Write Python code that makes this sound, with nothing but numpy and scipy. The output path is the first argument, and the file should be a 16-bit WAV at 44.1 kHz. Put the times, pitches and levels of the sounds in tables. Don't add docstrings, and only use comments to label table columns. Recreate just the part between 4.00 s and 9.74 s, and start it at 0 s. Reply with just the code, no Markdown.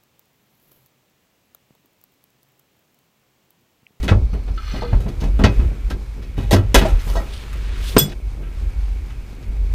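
import sys
import numpy as np
from scipy import signal
from scipy.fft import rfft, irfft
from scipy.io import wavfile
from scipy.ndimage import uniform_filter1d

SR = 44100
rng = np.random.default_rng(int(sys.argv[2]) if len(sys.argv) > 2 else 0)


def to_wav(s):
    ch = np.atleast_2d(s).T
    pcm = np.round(np.clip(ch, -1, 1) * 32767)
    wavfile.write(sys.argv[1], SR, pcm.astype(np.int16))


N = 253134
TOP_HZ = SR / 2.2

# start_s, peak_db, blow_pitch_hz, ring (factor on the modes' ring time),
# narrow_db (lost one octave off the blow's pitch, growing as octaves squared)
THUMPS = [(0.033, -17.5, 202, 1, 16), (.085, -11.5, 415, 0.77, 2.5), (0.114, 0.5, 91, 0.62, 5),
          (.331, -18.5, 149, 0.93, 6.5), (0.477, -29, 330, 0.55, 6), (0.738, -18.5, 205, 1, 3.5),
          (.822, -19, 472, 0.22, 23), (0.926, -5.5, 78, 0.58, 1), (1, -35, 201.4, 0.93, 1),
          (1.058, -15.5, 138, 0.91, 7), (1.219, -16, 193, 1, 8), (1.394, -10, 202, 0.59, 19),
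          (1.414, -10, 244, 0.37, 27), (1.439, -1.5, 150, 0.68, 1), (1.591, -15.5, 109.2, 1, 11),
          (1.907, -18, 317, 0.35, 8), (2.165, -34, 162, 0.81, 21), (2.377, -15, 133, 1, 6),
          (2.528, 0, 104, 1, 1), (2.559, -16, 90.8, 0.67, -0.5), (2.7445, 0, 413, 0.6, 2),
          (2.811, -9, 335, 1, 7), (2.85, -15, 692, 1, 30), (3.067, -21.5, 106, 0.44, 3),
          (3.154, -27.5, 810, 0.88, -1), (3.966, 8, 349, 0.16, 9), (4.116, -48, 200, 0.63, 12),
          (4.372, -39.5, 200, 0.93, 22)]
# pitch_hz, width_hz, level_db
PANEL = [(60.9, 2, -6), (96.6, 5.7, 8), (112.7, 4.2, 5), (140.8, 8.9, 2), (167.8, 45, -4), (199.7, 18, -4),
         (259.7, 26.4, -7.5), (343.6, 8, -2), (385, 15, -10.5), (463, 69, -18), (556, 108, -15),
         (603, 140, -17.5), (790, 32, -11.5), (942, 23, -14.5)]
# pitch_hz, width_hz, level_db
EDGE = [(1320, 50, 0), (1580, 50, -2), (1930, 60, -1), (2550, 30, -3), (2950, 60, -4), (3370, 50, -4),
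        (3810, 80, -4), (4430, 80, -5), (5200, 80, -7), (6300, 150, -8)]


def gain_of(db):
    return 10 ** (np.asarray(db) / 20)


def evened(x):
    return x / np.sqrt(np.mean(x ** 2) + 1e-20)


def curves(rows):
    s, *columns = np.vstack(rows).T
    return [np.interp(np.arange(N) / SR, s, column) for column in columns]


def swells(rows, rise_s, fall_s):
    t = np.arange(0, N, 64) / SR
    out = np.zeros(len(t))
    for peak_s, db in rows:
        rising = np.exp(-((t - peak_s) / rise_s) ** 2)
        falling = np.exp(-abs(t - peak_s) / fall_s)
        out += gain_of(db) * np.where(t < peak_s, rising, falling)
    return np.interp(np.arange(N) / SR, t, out)


def add(mix, start_s, sound):
    part = mix[round(start_s * SR):][:len(sound)]
    part += sound[:len(part)]


def band(x, lo_hz, hi_hz):
    return signal.sosfilt(signal.butter(2, [lo_hz, hi_hz], "band", fs=SR, output="sos"), x)


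def colour(x, points):
    hz = np.fft.rfftfreq(len(x), 1 / SR)
    point_hz, point_db = np.transpose(points)
    db = np.interp(np.log(hz + 1), np.log(point_hz), point_db)
    return evened(irfft(rfft(x) * gain_of(db), len(x)))


def resonate(x, modes):
    out = np.zeros(len(x))
    for hz, width, db in modes:
        r = np.exp(-np.pi * max(width, 3) / SR)
        poles = [1, -2 * r * np.cos(2 * np.pi * hz / SR), r * r]
        out += gain_of(db) * signal.lfilter([1 - r, 0, r - 1], poles, x)
    return out


def grit(count, per_s, spread_db):
    sizes = gain_of(spread_db * np.minimum(rng.exponential(1, count), 4))
    grains = sizes * (rng.random(count) < per_s / SR)
    envelope = 1 + signal.oaconvolve(grains, np.hanning(90))[:count]
    return evened(rng.standard_normal(count) * envelope)


def drift(per_s):
    rolloff = 1 + (np.fft.rfftfreq(N, 1 / SR) / per_s) ** 4
    return evened(irfft(rfft(rng.standard_normal(N)) / rolloff, N))


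def thump(peak_db, centre_hz, ring, narrow_db):
    t = np.arange(SR // 2) / SR
    push = np.sin(np.pi * np.minimum(2 * centre_hz * t, 1))
    shudder = evened(band(rng.standard_normal(len(t)), 40, 15.2 * centre_hz)) * np.sqrt(centre_hz / 3000)
    shudder *= (1 - np.exp(-t / 0.0043)) * gain_of(13.5 - 60 * t / (0.17 * ring))
    modes = [(hz, width / ring, db - narrow_db * np.log2(hz / centre_hz) ** 2)
             for hz, width, db in PANEL + EDGE]
    sound = resonate(push + shudder, modes)
    return gain_of(peak_db) * sound / abs(sound).max()


def snap(level_db, low_db, upper_db, treble_db, t60_s, rise_s):
    t = np.arange(SR // 2) / SR
    crack = grit(len(t), per_s=460, spread_db=-1.5)
    spot_db = 3 * rng.standard_normal(len(EDGE))
    spot_modes = [(hz, width, db + s) for (hz, width, db), s in zip(EDGE, spot_db)]
    crack = crack + .5 * evened(resonate(crack, spot_modes))

    low = evened(band(resonate(crack, PANEL[7:]), 280, 1390))
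    mid = evened(band(band(crack, 640, 3470), 593.6, 3300))
    upper = evened(band(band(crack, 3520, 5800), 1700, 7840))
    treble = evened(band(band(crack, 4400, TOP_HZ), 4500, 14100))

    low *= gain_of(low_db - 60 * t / (1.385 * t60_s))
    mid *= gain_of(-60 * t / t60_s)
    upper *= gain_of(upper_db - 60 * t / (1.03 * t60_s))
    treble *= gain_of(treble_db - 60 * t / t60_s)
    return gain_of(level_db - 9.5) * (1 - np.exp(-t / rise_s)) * (low + mid + upper + treble)


def note(hz, db, t60_s, rise_s):
    t = np.arange(SR // 2) / SR
    pitch = hz * (1 + .04 * np.exp(-t / .012))
    smooth = uniform_filter1d(uniform_filter1d(rng.standard_normal(len(t)), size=300), size=300)
    level = gain_of(db - 60 * t / t60_s + 2 * evened(smooth))
    return level * (1 - np.exp(-t / rise_s)) * np.sin(2 * np.pi * np.cumsum(pitch) / SR)


def creak():
    # time_s, squeak_db, high_squeak_db, low_creak_db
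    strain = [(0.2, -74, -84, -76), (0.334, -56, -60, -56), (0.44, -64, -80, -64), (0.56, -64, -59, -68),
              (0.58, -45, -60, -39), (0.602, -56, -58, -46.5), (0.736, -42.5, -50, -40.5),
              (0.958, -56, -68, -49), (1.0, -64, -75, -62)]
    # pitch_hz, width_hz, level_db
    squeak_modes = [(4240, 170, 0), (4500, 200, -4), (3900, 200, -8)], [(5180, 110, 0), (5950, 130, 0)]
    # pitch_hz, width_hz, level_db
    low_modes = [(1250, 170, 0), (1560, 100, 0), (1750, 110, -4), (2070, 100, -1), (2460, 110, -4),
                 (2890, 110, -2), (3080, 110, -4), (3450, 170, -4)]
    t = np.arange(N) / SR
    slips = grit(N, per_s=540, spread_db=-1.0)
    sound = np.zeros(N)
    for level_db, modes in zip(curves(strain), [*squeak_modes, low_modes]):
        rung = np.zeros(N)
        for hz, width, db in modes:
            once = resonate(slips, [(hz, width, db)])
            rung += resonate(once, [(hz, width, 0)])
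        sound += gain_of(level_db) * evened(rung)
    return sound * ((t > strain[0][0]) & (t < strain[-1][0]))


def rubbing():
    # time_s, scrape_db, treble_fizz_db
    rub = [(0.0, -46, -57), (0.2, -70, -68), (0.6, -54.5, -62.5), (0.73, -42, -56), (0.8, -54, -60.5),
           (1.3, -51.5, -61), (1.56, -43.5, -56), (1.73, -49, -60.5), (2.0, -57, -63), (2.74, -50, -62),
           (2.82, -46, -45), (2.94, -43, -59), (3.1, -42.5, -42.5), (3.3, -45.5, -58), (3.58, -45, -57),
           (3.73, -42.5, -63), (3.89, -42, -42.5), (4.12, -47, -62), (4.16, -61, -62.5),
           (4.6, -51.5, -61.5), (5.74, -55, -62.5)]
    # pitch_hz, relative_level_db (per Hz)
    scrape_spectrum = [(240, -49), (400, -4), (467, -2.5), (661, -12), (1310, -4.5), (1660, -5.5),
                       (2440, -5.5), (7000, -23), (9100, -31), (15400, -120)]
    # time_s, level_db
    held = [(0.0, -41), (0.6, -50.5), (1.6, -35), (2.0, -47), (3.3, -45), (3.6, -40), (4.12, -40),
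            (4.14, -50.5), (4.4, -41.5), (5.2, -45), (5.56, -39.5), (5.74, -43.5)]
    scrape_db, fizz_db = curves(rub)
    rough = grit(N, per_s=290, spread_db=-13.5)
    edged = colour(rough, scrape_spectrum) + 0.07 * evened(resonate(rough, EDGE))
    scrape = gain_of(scrape_db) * evened(edged)
    fizz = gain_of(fizz_db) * evened(band(rough, 5100, TOP_HZ))

    lag_s, fall_s = 0.042, 0.043
    knocks = [(s + lag_s, -25.5 + 0.47 * peak_db) for s, peak_db, *_ in THUMPS]
    stirred = gain_of(curves(held)[0]) + swells(knocks, lag_s, fall_s)
    modes = resonate(grit(N, per_s=95, spread_db=2.5), PANEL[:9])
    rumble = stirred * evened(band(modes, 50, 710))
    return scrape + fizz + rumble


def buckle():
    # struck_s, pitch_hz, twin_offset_hz
    steel_modes = [(3.988, 3397, -6), (3.981, 5040, 30), (3.995, 5814, 8), (3.988, 7187, -14),
                   (3.981, 8345, -11), (3.985, 9335, 12), (3.985, 11270, 10), (3.988, 11735, -14),
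                   (3.985, 13240, 9), (3.987, 13585, -19), (3.99, 15200, 16)]
    # level_db, t60_s
    strengths = [(-18, 0.24), (-14, 0.17), (-24, 0.18), (-19.5, .18), (-15.5, 0.16), (-35, 0.13),
                 (-40, 0.19), (-16, 0.13), (-31, 0.074), (-9, 0.13), (-39, 0.17)]
    t, out = np.arange(N) / SR, np.zeros(N)
    for (s, hz, twin_hz), (db, t60_s) in zip(steel_modes, strengths):
        age = np.maximum(t - s, 0)
        pair = np.sin(2 * np.pi * hz * age) + .45 * np.sin(2 * np.pi * (hz + twin_hz) * age)
        level = gain_of(db - 60 * age / t60_s + 2.4 * drift(35.3))
        out += level * (1 - np.exp(-age / 0.00091)) * pair
    return out


def slide():
    # time_s, level_db
    path = [(3.22, -67), (3.232, -62), (3.336, -43), (3.474, -55.5), (3.768, -51), (3.896, -34),
            (3.958, -53), (3.965, -52)]
    # pitch_hz, width_hz, level_db
    webbing = [(3380, 1300, 10.5), (4200, 580, -18.5), (8360, 1500, -7.5)]
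    t = np.arange(N) / SR
    db, = curves(path)
    weave = band(resonate(grit(N, per_s=120, spread_db=-4.5), webbing), 2000, 11000)
    return gain_of(db + 2 * drift(25)) * evened(weave) * ((t > path[0][0]) & (t < path[-1][0]))


def shell():
    # peak_s, level_db
    lurches = [(0.14, -11.5), (0.24, -19), (0.34, -21), (0.51, -20.5), (0.96, -12.5), (1.45, -15.5),
               (1.6, -11.5), (1.66, -15), (1.84, -20), (1.95, -23), (2.45, -21), (2.53, -32), (2.78, -8.5),
               (2.94, -14.5), (3.1, -19.5), (3.18, -18), (5.18, -33.5), (5.5, -21.5), (5.61, -22.5)]
    # time_s, mean_pitch_hz, mean_level_db
    boom = [(0.0, 51.12, -22), (0.3, 46.65, -24.5), (0.65, 46.43, -26), (1.15, 45.75, -23),
            (1.36, 47.17, -12.5), (1.5, 50.67, -23), (2.05, 48.91, -28), (2.3, 46.3, -25),
            (2.65, 44.27, -19), (3.0, 41.07, -23.5), (3.45, 48.76, -29.5), (3.68, 49.1, -20.5),
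            (3.9, 48.63, -20), (4.09, 40.55, -33), (4.25, 48.45, -24), (4.5, 42.05, -28.5),
            (4.65, 46.52, -23), (4.97, 46.27, -21), (5.05, 46.85, -26.5), (5.39, 45.68, -33.5),
            (5.74, 49.3, -17)]
    hz, db = curves(boom)
    wandering_hz = hz * (1 + 0.0594 * drift(21))
    tone = np.sqrt(2) * np.sin(2 * np.pi * np.cumsum(wandering_hz) / SR)
    loose = evened(band(band(rng.standard_normal(N), 24, 80.5), 24, 80.5))
    level = gain_of(db + 0.96 * drift(8.6)) + swells(lurches, rise_s=0.027, fall_s=0.026)
    return level * evened(tone + 0.66 * loose)


def cabin(x):
    t = np.arange(SR // 3) / SR
    tail = band(rng.standard_normal(len(t)), 100, 5200) * gain_of(-60 * t / 0.11) * (t > .004)
    return signal.oaconvolve(x, tail / np.linalg.norm(tail))[:N]


def garage():
    # pitch_hz, relative_level_db (per Hz)
    room = [(41, 7), (70, -4.5), (165, -19), (271, -14.5), (311, -42), (364, -43), (670, -29.5), (767, -19),
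            (1810, -31), (2320, -39.5), (3260, -31.5), (4570, -30.5), (11500, -45), (14500, -65),
            (15500, -80.5)]
    # pitch_hz, mean_level_db
    mains = [(120, -47)]
    # pitch_hz, width_hz, mean_level_db
    whines = [(2286, 110, -70), (2240, 120, -60.5), (2490, 110, -64)]
    t = np.arange(N) / SR
    sound = gain_of(-39.5 + 2.3 * drift(7.1)) * colour(rng.standard_normal(N), room)
    for hz, db in mains:
        sound += gain_of(db + 2.7 * drift(5)) * np.sin(2 * np.pi * hz * t)
    for hz, width, db in whines:
        whine = evened(resonate(rng.standard_normal(N), [(hz, width, 0)]))
        sound += gain_of(db + drift(2)) * whine
    return sound


def scene():
    # start_s, level_db (before a common trim),
    # low_db, upper_db, treble_db (all three over the mid band), mid_t60_s
    snaps = [(0.0795, -9, -5, -13.5, -25.5, 0.12), (0.9284, -27.5, -21, -28, -27, 0.077),
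             (1.0036, -34.5, -9, -2, -4.5, 0.19), (1.2017, -34.5, 5.5, 2.5, -5, 0.22),
             (1.2351, -29.5, 6.5, -1.5, -10, 0.17), (1.391, -28.5, 13.5, -7, -11.5, 0.16),
             (1.438, -2.5, 0, -5, -25, 0.11), (1.9006, -20, -15, -3, -12.5, 0.11),
             (2.7435, 1, 3, -1.5, -5.5, 0.11), (3.5287, -23.5, -40, -27, -12, 0.065),
             (3.9653, 4.5, 6, -8, -26, 0.03), (3.9796, -18, -11.5, 6.5, 5, 0.18),
             (4.0894, -38, 0, 3.5, -10, 0.26), (4.118, -24.5, -1, -17, -21, 0.14),
             (5.4261, -35, -9, -3, -14, 0.077)]
    scuffs = [(0.024, -23, 0, -0.5, -6.5, 0.16), (0.3326, -35.5, -4, -17, -6, 0.14),
              (0.7559, -28.5, -24, -22, -14, 0.3), (0.8214, -32, 20.5, -31, -21, 0.089),
              (1.079, -27, -19, -2, -10, 0.12), (1.591, -27.5, -17, -23, -31, 0.16),
              (2.2154, -37, -18, -2, -13, 0.32), (2.366, -30, 0.5, -6.5, -13, 0.74),
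              (2.5079, -6, 3.5, -3, -7.5, 0.17), (2.5254, -2.5, -2.5, 2, -8, 0.079),
              (2.7774, -3, -7, -5.5, -11, 0.099), (2.88, -24.5, 6.5, -3, -6, 0.19),
              (2.9908, -27.5, -15, 3, -10, 0.12), (3.0713, -30, 6.5, -1.5, -20, 0.54),
              (3.1486, -30, 18.5, 5, -33, 0.17), (4.4245, -35.5, -31, -24, -23, 0.37),
              (5.0992, -25.5, -23, -12, -22, 0.081)]
    # start_s, settled_pitch_hz, level_db, t60_s, rise_s
    notes = [(0.575, 1298, -22, 0.076, 0.004), (.82, 830, -23, 0.05, 0.0018),
             (0.827, 477, -21, 0.32, 0.0031), (1.455, 2526, -30, 0.31, .006),
             (2.85, 632, -10.5, 0.11, 0.0032), (3.165, 660, -15, 0.084, 0.0072),
             (3.17, 1882, -23, 0.12, 0.0095), (3.198, 342, -28, 0.25, 0.016),
             (4.005, 145.5, -9.5, 0.27, 0.015)]
    snap_rise_s, scuff_rise_s, cut_s = .00045, 0.0082, 4.137
    cracks = [(*row, snap_rise_s) for row in snaps] + [(*row, scuff_rise_s) for row in scuffs]

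    before, after = buckle(), np.zeros(N)
    for play, rows in ((snap, cracks), (thump, THUMPS), (note, notes)):
        for start_s, *settings in rows:
            add(before if start_s < cut_s else after, start_s, play(*settings))
    gate = np.clip((cut_s - np.arange(N) / SR) / .002, 0, 1)
    hits = gate * (before + gain_of(-15) * cabin(before))
    hits += after + gain_of(-15) * cabin(after)
    return (hits + creak() + rubbing() + slide() + shell() + garage())[None]


def record(dry):
    clipped = np.clip(dry, -1, 1)
    low_pass = signal.firwin(511, 15500, window=("kaiser", 9), fs=SR)
    return signal.oaconvolve(clipped, low_pass[None], "same")


dry = scene()
out = record(dry)
to_wav(out)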